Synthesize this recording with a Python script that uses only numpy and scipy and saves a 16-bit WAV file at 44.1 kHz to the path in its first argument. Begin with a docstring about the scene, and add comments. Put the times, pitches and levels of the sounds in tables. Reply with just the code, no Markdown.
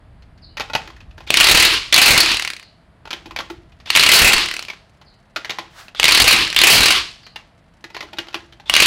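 """Impact wrench on wheel bolts

A cordless impact wrench runs six short bursts in a garage, close to a small microphone: noise makes
the motor's whirr, and each hammer blow is a noise crack with a rough ring. Between bursts the socket
clicks onto the bolts, built from rattles and ringing modes, and knocks a hollow thud out of the wheel.
A bird chirps in gliding tones outside; a hand slides on the tool; hum and rumble lie under filtered air.
The blows overload the microphone, and puffs of cooling air push it against one rail."""
import sys
import numpy as np
from scipy import signal
from scipy.fft import rfft, irfft
from scipy.io import wavfile
from scipy.ndimage import uniform_filter1d

SR = 44100
rng = np.random.default_rng(int(sys.argv[2]) if len(sys.argv) > 2 else 0)


def wav_record(signal):
    """Record a signal, one row per channel, as 16-bit PCM in the file named by sys.argv[1]."""
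    frames = np.transpose(np.atleast_2d(signal))
    bounded = np.clip(frames, -1, 1)
    # unit amplitude maps onto the largest positive 16-bit level
    quanta = np.round(bounded * 32767).astype(np.int16)
    wavfile.write(sys.argv[1], SR, quanta)


N = 390726

# trigger pulls: pull t/s, let-go t/s, motor level at the pull/dB, full-load level/dB, coasting fall/(dB/s)
BURSTS = [(1.267, 1.737, -46, -6, 115.5), (1.925, 2.32, -19, -10.5, 96.5), (3.857, 4.409, -46.5, -8.5, 90),
          (5.957, 6.413, -42.5, -7, 100.5), (6.562, 6.966, -20.5, -8, 132), (8.658, 8.953, -50, -7, 88)]
WHEEL_HZ, WHEEL_WIDTH_HZ = 335, 40  # the wheel's hollow resonance
BEAT_S = 0.027  # between hammer blows on a steady beat


def amp(db):
    """Decibels to a linear gain."""
    return 10 ** (np.asarray(db) / 20)


def evened(x):
    """Scales a signal to rms 1."""
    return x / np.sqrt(np.mean(x ** 2) + 1e-20)


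def read(points, hz):
    """Reads a curve of (f/Hz, value) points along a log frequency axis."""
    f, value = np.transpose(points)
    return np.interp(np.log(hz + 1), np.log(f + 1), value)


def add(mix, s, sound):
    """Mixes a sound in at s seconds, cut off at the end of the scene."""
    part = mix[round(s * SR):][:len(sound)]
    part += sound[:len(part)]


def noise(points):
    """Steady noise shaped by a spectrum curve, rms 1."""
    hz = np.fft.rfftfreq(N, 1 / SR)
    spectrum = rfft(rng.standard_normal(N)) * amp(read(points, hz))
    return evened(irfft(spectrum, N))


def resonate(x, hz, width_hz):
    """Shifts hz down to zero, smooths, and shifts back: a resonance of gain 1."""
    turn = np.exp(2j * np.pi * np.cumsum(hz * np.ones(len(x))) / SR)
    r = np.exp(-np.pi * width_hz / SR)
    smooth = signal.lfilter([1 - r], [1, -r], x / turn)
    return 2 * (turn * smooth).real


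def band(x, kind, hz, order=2):
    """Butterworth filter."""
    return signal.sosfilt(signal.butter(order, hz, kind, fs=SR, output="sos"), x)


def dying(t, t60, rise):
    """A quick rise, then a decay of 60 dB in t60 seconds (at least 4 ms)."""
    return (1 - np.exp(-t / rise)) * amp(-60 * t / max(t60, .004))


def room(x, t60s, first=.004):
    """Echoes: sparse taps of random sign, each band dying at its own speed, energy 1."""
    taps = np.zeros(SR)
    at = np.arange(round(first * SR), SR - 20, 20)
    taps[at + rng.integers(0, 20, len(at))] = rng.choice([-1., 1.], len(at))
    hz, t, z = signal.stft(taps, SR, nperseg=256)
    decay = amp(-60 * t / read(t60s, hz)[:, None])
    tail = signal.istft(z * decay, SR, nperseg=256)[1]
    return signal.fftconvolve(x, tail / np.linalg.norm(tail))[:N]


def background():
    """Still air of the garage as shaped noise, a faint fuzzy hum and a lumpy rumble of far traffic."""
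    # still air: f/Hz, relative density/dB
    air_curve = [(60, -30), (100, -7.5), (180, -10), (400, -22), (900, -22), (2000, -26), (2600, -32),
                 (4600, -37), (6000, -49.5), (10000, -46.5), (16300, -69)]
    # far traffic: t/s, level/dB
    rumble_levels = [(0, -44.5), (1.199, -43), (2.601, -59), (3.401, -45), (5, -56), (8.86, -54)]
    hum = amp(-63.5) * evened(resonate(rng.standard_normal(N), 660, 70))
    rumble = evened(band(band(rng.standard_normal(N), "low", 60), "high", 35))
    s, db = np.transpose(rumble_levels)
    rumble_db = np.interp(np.arange(N) / SR, s, db)
    return amp(-55) * noise(air_curve) + band(hum, "low", 1500) + amp(rumble_db) * rumble


def clicks():
    """A short clumpy rattle shakes the socket's modes, loose parts settle; the wheel thuds hollowly."""
    # socket on bolts and wheel, trigger clicks:
    # t/s, level/dB, main ring f/Hz, relative wheel thud/dB, relative socket body/dB
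    hits = [(0.222, -41, 4070, -40, -30), (0.376, -41.5, 4350, -32, -30), (0.57, -18, 2370, -38, -22),
            (0.578, -25, 1950, -38, -11), (0.598, -13.5, 1440, -42, -28), (0.606, -14.5, 2330, -46, -4.5),
            (0.699, -28.5, 1380, -29, 6), (0.734, -15, 3900, -46, -11), (0.751, -7, 2500, -50, 1),
            (0.875, -28, 1550, -9.5, -11), (0.902, -35.5, 1080, -16, -4), (0.964, -38.5, 1750, -21, -6),
            (1.004, -34.5, 2530, -21, -24), (1.108, -41, 2550, -40, -31), (1.179, -31.5, 1650, -2.5, -5),
            (1.205, -31.5, 910, -21, -1), (1.272, -25, 2220, -17, -13), (3.054, -32, 1280, -9, 4),
            (3.074, -32.5, 1360, -26, 4), (3.106, -16, 2380, -23, -38), (3.13, -15.5, 3050, -12.5, -33),
            (3.257, -26.5, 864, -2, -9), (3.309, -29.5, 1050, -5, -1), (3.362, -14.5, 2240, -36, -19),
            (3.388, -15, 2980, -18, -5), (3.403, -19.5, 1140, -30, -26), (3.5, -24, 1100, 3, -1.5),
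            (3.72, -44, 2490, -32.5, -24), (3.8, -34, 1120, -30, -26), (3.859, -28, 2750, -46.5, -25),
            (3.872, -26, 2600, -24, -12), (4.683, -21.5, 2390, -45, -30), (4.7, -21.5, 2200, -45, -43),
            (4.732, -30.5, 2380, -42, -24), (4.949, -54, 2200, -41, -30), (5.014, -37, 966, -37, -5.5),
            (5.361, -13, 1400, -14, -12.5), (5.447, -18, 1940, -26, -39), (5.495, -16.5, 2080, -20, -40),
            (5.504, -10.5, 3420, -41, -42), (5.586, -15, 1012, -17, -13), (5.882, -32, 2540, -37, -22),
            (5.948, -27.5, 1230, -32, -30), (7.231, -40, 4500, -40, -27), (7.265, -30.5, 4000, -31, -19),
            (7.359, -20.5, 2750, -42, -25), (7.841, -24.5, 1830, -12, -7), (7.902, -36, 1970, -22, -0.5),
            (7.946, -23.5, 1950, -13, -9), (7.966, -22.5, 966, -37, -26), (8.006, -19.5, 1960, -17, -14),
            (8.026, -26.5, 1050, 1, -7), (8.085, -41, 1400, -15, -22), (8.131, -27.5, 2860, -3.5, 0.5),
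            (8.17, -32, 3650, -23, -16), (8.185, -13, 2870, -13.5, -16), (8.27, -35, 1110, -19, -16),
            (8.284, -30.5, 2930, -30.5, -17), (8.306, -38, 1420, -32, -22), (8.329, -29, 2510, -14, -16),
            (8.343, -14, 2420, -8, -21), (8.524, -34, 2950, -7, -21), (8.599, -34, 850, -39, -24),
            (8.661, -44, 3410, -4, 4)]
    # modes of the socket: f/Hz, relative level/dB, t60/s
    socket_modes = [(900, 0, .04), (1090, -8, .035), (1450, -7, .04), (2000, -10, .025), (2540, -3, .03)]
    rise_s, rise_db = 0.00035, -0.44  # softer clicks rise more slowly, dB of rise time per dB
    treble_db, treble_gain = -24, 0.1  # harder clicks are brighter, dB of treble per dB
    treble_sharpness = 1.2  # the treble dies a little sooner

    out, t = np.zeros(N), np.arange(SR // 3) / SR
    socket = sum(amp(db - 60 * t / t60) * np.sin(2 * np.pi * hz * t) for hz, db, t60 in socket_modes)
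    textures = rng.standard_normal((len(hits), 2, len(t)))
    for (s, db, hz, thud_db, body_db), (grit, clumps) in zip(hits, textures):
        bounce = amp(2.5 * evened(uniform_filter1d(clumps, 70)))  # parts bounce unevenly
        shake = dying(t, 0.044, rise_s * amp(rise_db * (db + 21.5))) * bounce
        settle = amp(-20.5) * dying(t, 0.44, 0.0046) * bounce

        body_grit = evened(band(band(grit, "high", 840, order=1), "low", 4040, order=3))
        rattle = body_grit * (shake + settle)
        main = evened(resonate(resonate(grit, hz, 320), hz, 320)) * shake
        shaken = signal.fftconvolve(grit * shake, socket)[:len(t)]
        modes = socket / abs(socket).max() + 0.8 * shaken / abs(shaken).max()
        metal = 0.55 * rattle + 0.37 * main + amp(body_db) * modes / abs(modes).max()

        treble = evened(band(band(grit, "high", 7700), "low", 11000, order=4))
        treble *= shake ** treble_sharpness + amp(-21.5) * settle
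        bright = amp(treble_db + treble_gain * (db + 20.5)) * treble

        hollow = np.sin(2 * np.pi * WHEEL_HZ * t)
        hollow += 0.86 * evened(resonate(clumps, WHEEL_HZ, WHEEL_WIDTH_HZ))
        thud = amp(thud_db) * hollow * dying(t, 0.09, 0.0099)
        add(out, s, amp(db) * (metal + bright + thud))
    return out


def fidgeting(small):
    """Fingers shift on the tool for half a second after each click: faint, thin ticks at random."""
    loud = 1. * (abs(small) > .01)
    busy = uniform_filter1d(loud, SR // 2, origin=SR // 4 - 1) > 0  # the window looks back
    strengths = amp(4 * np.minimum(rng.exponential(1, N), 3))
    ticks = strengths * (rng.random(N) < 40 / SR) * busy  # 40 a second on average
    t = np.arange(600) / SR
    tick = rng.standard_normal(len(t)) * dying(t, 0.06, .0005)
    return amp(-63.5) * band(signal.fftconvolve(ticks, tick)[:N], "band", [1500, 7000])


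def bird():
    """A falling whistle and a short low upturn, heard mostly as echoes from the yard."""
    # chirps: t/s, level/dB
    calls = [(0.414, -46.5), (2.6, -49), (5.051, -54), (7.225, -48), (7.931, -45)]
    out, t = np.zeros(N), np.arange(round(.035 * SR)) / SR
    shape = np.hanning(len(t))
    fall = np.sin(2 * np.pi * np.cumsum(np.linspace(5500, 3400, len(t))) / SR) * shape
    turn = np.sin(2 * np.pi * np.cumsum(np.linspace(2700, 3200, len(t))) / SR) * shape
    for s, db in calls:
        add(out, s, amp(db) * fall)
        add(out, s + .065, amp(db - 18) * turn)
    yard = room(out, [(2000, 0.64), (6000, 0.33)], first=0.008)  # f/Hz, t60/s
    return band(out + amp(8.0) * yard, "band", [2500, 5600])


def burst_db(t, pull, let_go, pull_db, full_db, coast_db):
    """The motor spins up from the pull, sags a little under load, brakes at the let-go and coasts down."""
    spin_up_s, sag_db_per_s = 0.081, 10.5
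    brake_db, brake_s = -6, 0.044  # the brake bites first, then the motor coasts
    since, free = np.maximum(t - pull, 0), np.maximum(t - let_go, 0)
    spin_up_db = full_db + (pull_db - full_db) * np.exp(-(since / spin_up_s) ** 1.5)
    driven_db = spin_up_db - sag_db_per_s * since
    slowed_db = brake_db * (1 - np.exp(-(free / brake_s) ** 2)) - coast_db * free
    return np.where(t < pull, -140, np.maximum(driven_db + slowed_db, -140))


def motor():
    """Gear and brush noise, gritty from uneven teeth; the treble fades faster than the rest as it coasts."""
    # motor spectrum: f/Hz, relative density/dB
    whirr_curve = [(59, -41), (100, -20.5), (245, -21.5), (303, -7.5), (652, -27), (1040, -7), (1560, -9),
                   (2900, 0), (3230, -2.5), (4540, -2.5), (6110, -14), (10400, -28), (15300, -45.5),
                   (16300, -62.5)]
    whine_hz, whine_width_hz = 3500, 600  # unloaded gears as the motor starts
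    whine_db, whine_s = 3, 0.05
    treble_fade = 0.7  # extra dB the treble loses for each dB of level

    out, t = np.zeros(N), np.arange(N) / SR
    whirr = noise(whirr_curve)
    whirr *= amp(1.0 * evened(uniform_filter1d(rng.standard_normal(N), 90)))  # grit, 1 dB rms
    treble = band(whirr, "high", 11000)
    whine = evened(resonate(resonate(whirr, whine_hz, whine_width_hz), whine_hz, whine_width_hz))
    for row in BURSTS:
        level_db = burst_db(t, *row)
        starting = amp(whine_db) * np.exp(-((t - row[0]) / whine_s) ** 2) * whine
        treble_change = (amp(treble_fade * (level_db + 26.5)) - 1) * treble
        out += amp(level_db) * (whirr + starting + treble_change)
    return out


def cooling_air(effort):
    """Smooth one-way puffs of pressure, plus a lumpy draught that follows the motor."""
    # puffs on the microphone: t/s, pressure level/dB, length (bell curve)/s
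    gusts = [(1.538, 2, 0.026), (1.6, -6, 0.014), (2.097, -8.5, 0.017), (2.138, 3, 0.028),
             (4.237, 1.5, 0.032), (4.356, -3, 0.016), (6.24, 2.5, 0.022), (6.75, 1, .025),
             (6.809, 1, 0.012)]
    t = np.arange(N) / SR
    puffs = sum(amp(db) * np.exp(-((t - s) / length) ** 2) for s, db, length in gusts)
    lumps = evened(band(band(rng.standard_normal(N), "low", 45), "high", 3.5))
    draught = amp(-15.5) * lumps * uniform_filter1d(abs(effort), 6000)
    return draught - puffs


def driven_blows():
    """A tight bolt keeps the hammer on its beat: longer pauses fill with blows like the last one."""
    # clear hammer blows on the anvil: t/s, level/dB, anvil ring f/Hz, ring t60/s
    clear_blows = [(1.3044, 10, 2420, 0.011), (1.3415, 5.5, 2420, 0.017), (1.3708, 3.5, 2960, 0.051),
                   (1.401, 2.5, 2500, .03), (1.408, 9.5, 2640, 0.069), (1.431, -3.5, 2600, 0.047),
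                   (1.442, 8, 2550, 0.052), (1.4692, 6, 2510, 0.058), (1.486, 5, 2520, 0.067),
                   (1.4952, 7, 2470, 0.082), (1.5114, 16.5, 2470, 0.088), (1.5473, 10, 2600, 0.091),
                   (1.6752, -5.5, 2350, .021), (1.9262, -3.5, 1980, 0.08), (1.9423, 17.5, 2940, .017),
                   (1.962, 10.5, 2160, 0.032), (1.9779, 14, 2650, 0.092), (2.016, 14, 2520, 0.13),
                   (2.0589, 16.5, 2560, 0.066), (2.0793, 18.5, 2456, 0.077), (2.1338, 4, 2100, 0.23),
                   (2.1769, 14, 2570, 0.041), (2.2301, -5, 3030, 0.097), (2.2598, -6.5, 2640, 0.067),
                   (2.2893, -12.5, 2630, 0.041), (3.9028, 1.5, 2480, .021), (3.9515, -1, 3220, 0.04),
                   (3.961, 6, 2600, 0.044), (3.972, 9, 2860, 0.042), (3.9953, 4.5, 2620, 0.057),
                   (4.008, -2.5, 2620, 0.1), (4.027, 1, 2460, .05), (4.035, 6, 2600, 0.059),
                   (4.0631, 7.5, 2770, 0.052), (4.0898, 10.5, 2170, 0.058), (4.117, 13.5, 3040, 0.076),
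                   (4.134, 22.5, 2530, .12), (4.1597, 15.5, 2600, .13), (4.1891, 21, 2557, 0.063),
                   (4.3018, -11, 3020, .03), (4.3224, -0.5, 3150, 0.045), (4.332, 10, 2610, .07),
                   (4.364, -3, 3060, 0.043), (4.3809, -2, 2620, 0.031), (5.9978, -0.5, 2940, 0.028),
                   (6.03, 1, 2270, 0.021), (6.042, 12, 2650, 0.018), (6.0543, 4.5, 2920, 0.031),
                   (6.0811, 3, 2450, 0.038), (6.089, 4, 2510, 0.045), (6.11, 0.5, 2300, 0.027),
                   (6.121, 4, 2640, 0.074), (6.1476, 6, 3160, 0.075), (6.174, 4, 1920, 0.068),
                   (6.2001, 10, 3120, .07), (6.2182, 10.5, 2700, 0.071), (6.242, 3.5, 2830, 0.11),
                   (6.2777, 11.5, 2510, 0.11), (6.3092, 9.5, 2920, 0.067), (6.3263, 17.5, 2510, 0.05),
                   (6.363, -4.5, 2560, 0.08), (6.5464, -14.5, 2400, 0.028), (6.564, 6, 2820, 0.017),
                   (6.5891, 6, 2420, 0.016), (6.6047, -13, 2730, 0.034), (6.616, 6, 2840, 0.034),
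                   (6.636, 14.5, 2740, 0.072), (6.67, 21.5, 2480, 0.059), (6.699, 17.5, 2920, 0.2),
                   (6.754, 7.5, 2510, 0.083), (6.8836, 3, 2740, 0.056), (6.9054, 4, 2970, 0.088),
                   (6.9229, -1, 2930, 0.039), (6.951, -11.5, 2730, 0.045), (8.697, 2.5, 2820, 0.02),
                   (8.739, 5, 2570, 0.018), (8.752, 0, 2730, 0.027), (8.7646, 11.5, 2800, 0.021),
                   (8.8015, 9, 2580, 0.039), (8.822, 5, 2590, 0.11), (8.8586, 15, 2760, .06)]
    loaded_db = -9.5  # motor level that counts as full load
    upper_db, upper_loaded_db = -10.5, -0.5  # the upper ring grows with the load

    rows = list(clear_blows)
    for (s, *blow), (later, *_) in zip(clear_blows, clear_blows[1:]):
        if .053 < later - s < .14:
            beats = np.linspace(s, later, round((later - s) / BEAT_S) + 1)
            rows += [(at, *blow) for at in beats[1:-1]]
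    s, db, hz, t60 = np.transpose(rows)
    motor_db = np.max([burst_db(s, *row) for row in BURSTS], axis=0)
    load = np.minimum(amp(motor_db - loaded_db), 1)
    return list(zip(s, db, hz, t60, upper_db + (upper_loaded_db - upper_db) * load))


def coasting_blows():
    """The hammer ratchets on as the motor coasts: even blows whose level slides along each run."""
    # runs of blows: first t/s, last t/s, first level/dB, last level/dB
    runs = [(2.317, 2.502, -7, -13), (2.5342, 2.628, -20.5, -33.5), (4.4598, 4.5922, -13, -15),
            (4.6254, 4.65, -19, -27), (6.424, 6.5278, -17.5, -13)]
    rows = []
    for first, last, first_db, last_db in runs:
        way = np.linspace(0, 1, round((last - first) / BEAT_S) + 1)
        s, db = first + (last - first) * way, first_db + (last_db - first_db) * way
        hz = 2300 * np.exp(.1 * rng.standard_normal(len(way)))  # the ring varies by about a tenth
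        t60, upper_db = 0.034 + 0 * way, -5 + 0 * way
        rows += zip(s, db, hz, t60, upper_db)
    return rows


def hammer():
    """Each blow cracks, then the anvil and extension ring roughly while the parts chatter."""
    # crack spectrum: f/Hz, relative density/dB
    crack_curve = [(88, -59.5), (150, -20.5), (604, -11), (1960, -4), (2200, 1), (2900, 0), (3460, -9),
                   (4050, -6.5), (8700, -14.5), (9780, -15.5), (16300, -35.5)]
    crack_db = -2.5
    anvil_width_hz, upper_hz, upper_width_hz = 270, 4134, 1000
    upper_spread_db, upper_spread = 6.5, 0.035  # level and log-pitch spread of the upper ring

    out, t = np.zeros(N), np.arange(SR // 6) / SR
    blows = driven_blows() + coasting_blows()
    crack, chatter = noise(crack_curve), rng.standard_normal((len(blows), 2, len(t)))
    # each blow lands differently
    landings = rng.standard_normal((len(blows), 2)) * [upper_spread_db, upper_spread]
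    for blow, (landing_db, shift), (low, high) in zip(blows, landings, chatter):
        s, db, hz, t60, usual_db = blow
        blow_upper_db, blow_upper_hz = usual_db + landing_db, upper_hz * np.exp(shift)

        tone = np.sin(2 * np.pi * hz * t) * amp(-5.5 - 60 * t / 0.054)
        struck = tone + 0.66 * evened(resonate(low, hz, anvil_width_hz))
        upper = resonate(high, blow_upper_hz, upper_width_hz)
        upper = evened(resonate(upper, blow_upper_hz, upper_width_hz))
        rings = struck + amp(blow_upper_db) * upper
        ring = rings / np.hypot(1, amp(blow_upper_db)) * dying(t, t60, 0.000058)

        burst = crack[round(s * SR) - len(t):][:len(t)]
        burst = burst * amp(crack_db) * dying(t, .5 * t60, .0001)
        add(out, s, amp(db) * (0.61 * ring + burst))
    return out


def scrape():
    """A hand slides on the tool, skin rubbing plastic: a soft swell of grainy noise."""
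    # swell: t/s, level/dB
    swell = [(5.7, -62), (5.798, -38), (5.9, -57)]
    # rubbing spectrum: f/Hz, relative density/dB
    rub_curve = [(180, -76), (300, -33), (364, -19), (1570, -6), (2350, -14.5), (4470, -15), (14000, -32)]
    s, db = np.transpose(swell)
    return noise(rub_curve) * amp(np.interp(np.arange(N) / SR, s, db, -120, -120))


def scene():
    """Mixes the close sounds, their garage echoes, the bird, the background and the moving air."""
    # garage echoes: f/Hz, t60/s
    garage_t60s = [(200, .4), (700, 0.31), (2000, 0.21), (4600, 0.13), (9000, 0.19), (16000, 0.081)]
    whirr, blows, small = motor(), hammer(), clicks()
    blows = blows + amp(-2) * resonate(blows, WHEEL_HZ, WHEEL_WIDTH_HZ)  # the wheel takes every blow
    sent = amp(-11.5) * blows + amp(-19.5) * whirr + amp(-11.5) * small
    echoes = room(sent, garage_t60s)
    near = whirr + blows + small + scrape() + fidgeting(small)
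    return (near + echoes + bird() + background() + cooling_air(whirr))[None]


def record(dry):
    """The capsule clips, a capacitor recentres it, gain control eases off overloads, a low-pass ends the band."""
    rail, edge_hz = 0.89, 15900
    clipped = rail * np.tanh((dry[0] / rail) ** 3 / 3 + dry[0] / rail)
    coupled = band(clipped, "high", 39)

    keep = np.exp(-1 / (0.02 * SR))  # power averaged over 20 ms
    power_db = 10 * np.log10(signal.lfilter([1 - keep], [1, -keep], coupled ** 2) + 1e-12)
    recovery_db = np.arange(N) * 76.0 / SR  # the held level falls 76 dB a second
    held_db = np.maximum.accumulate(power_db + recovery_db) - recovery_db
    eased = coupled / amp(0.71 * np.maximum(held_db + 12, 0))

    low_pass = signal.firwin(511, edge_hz, window=("kaiser", 9), fs=SR)
    limited = signal.oaconvolve(eased, low_pass, "same")
    return np.clip(limited, -1, 1)[None]


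dry = scene()
out = record(dry)
wav_record(out)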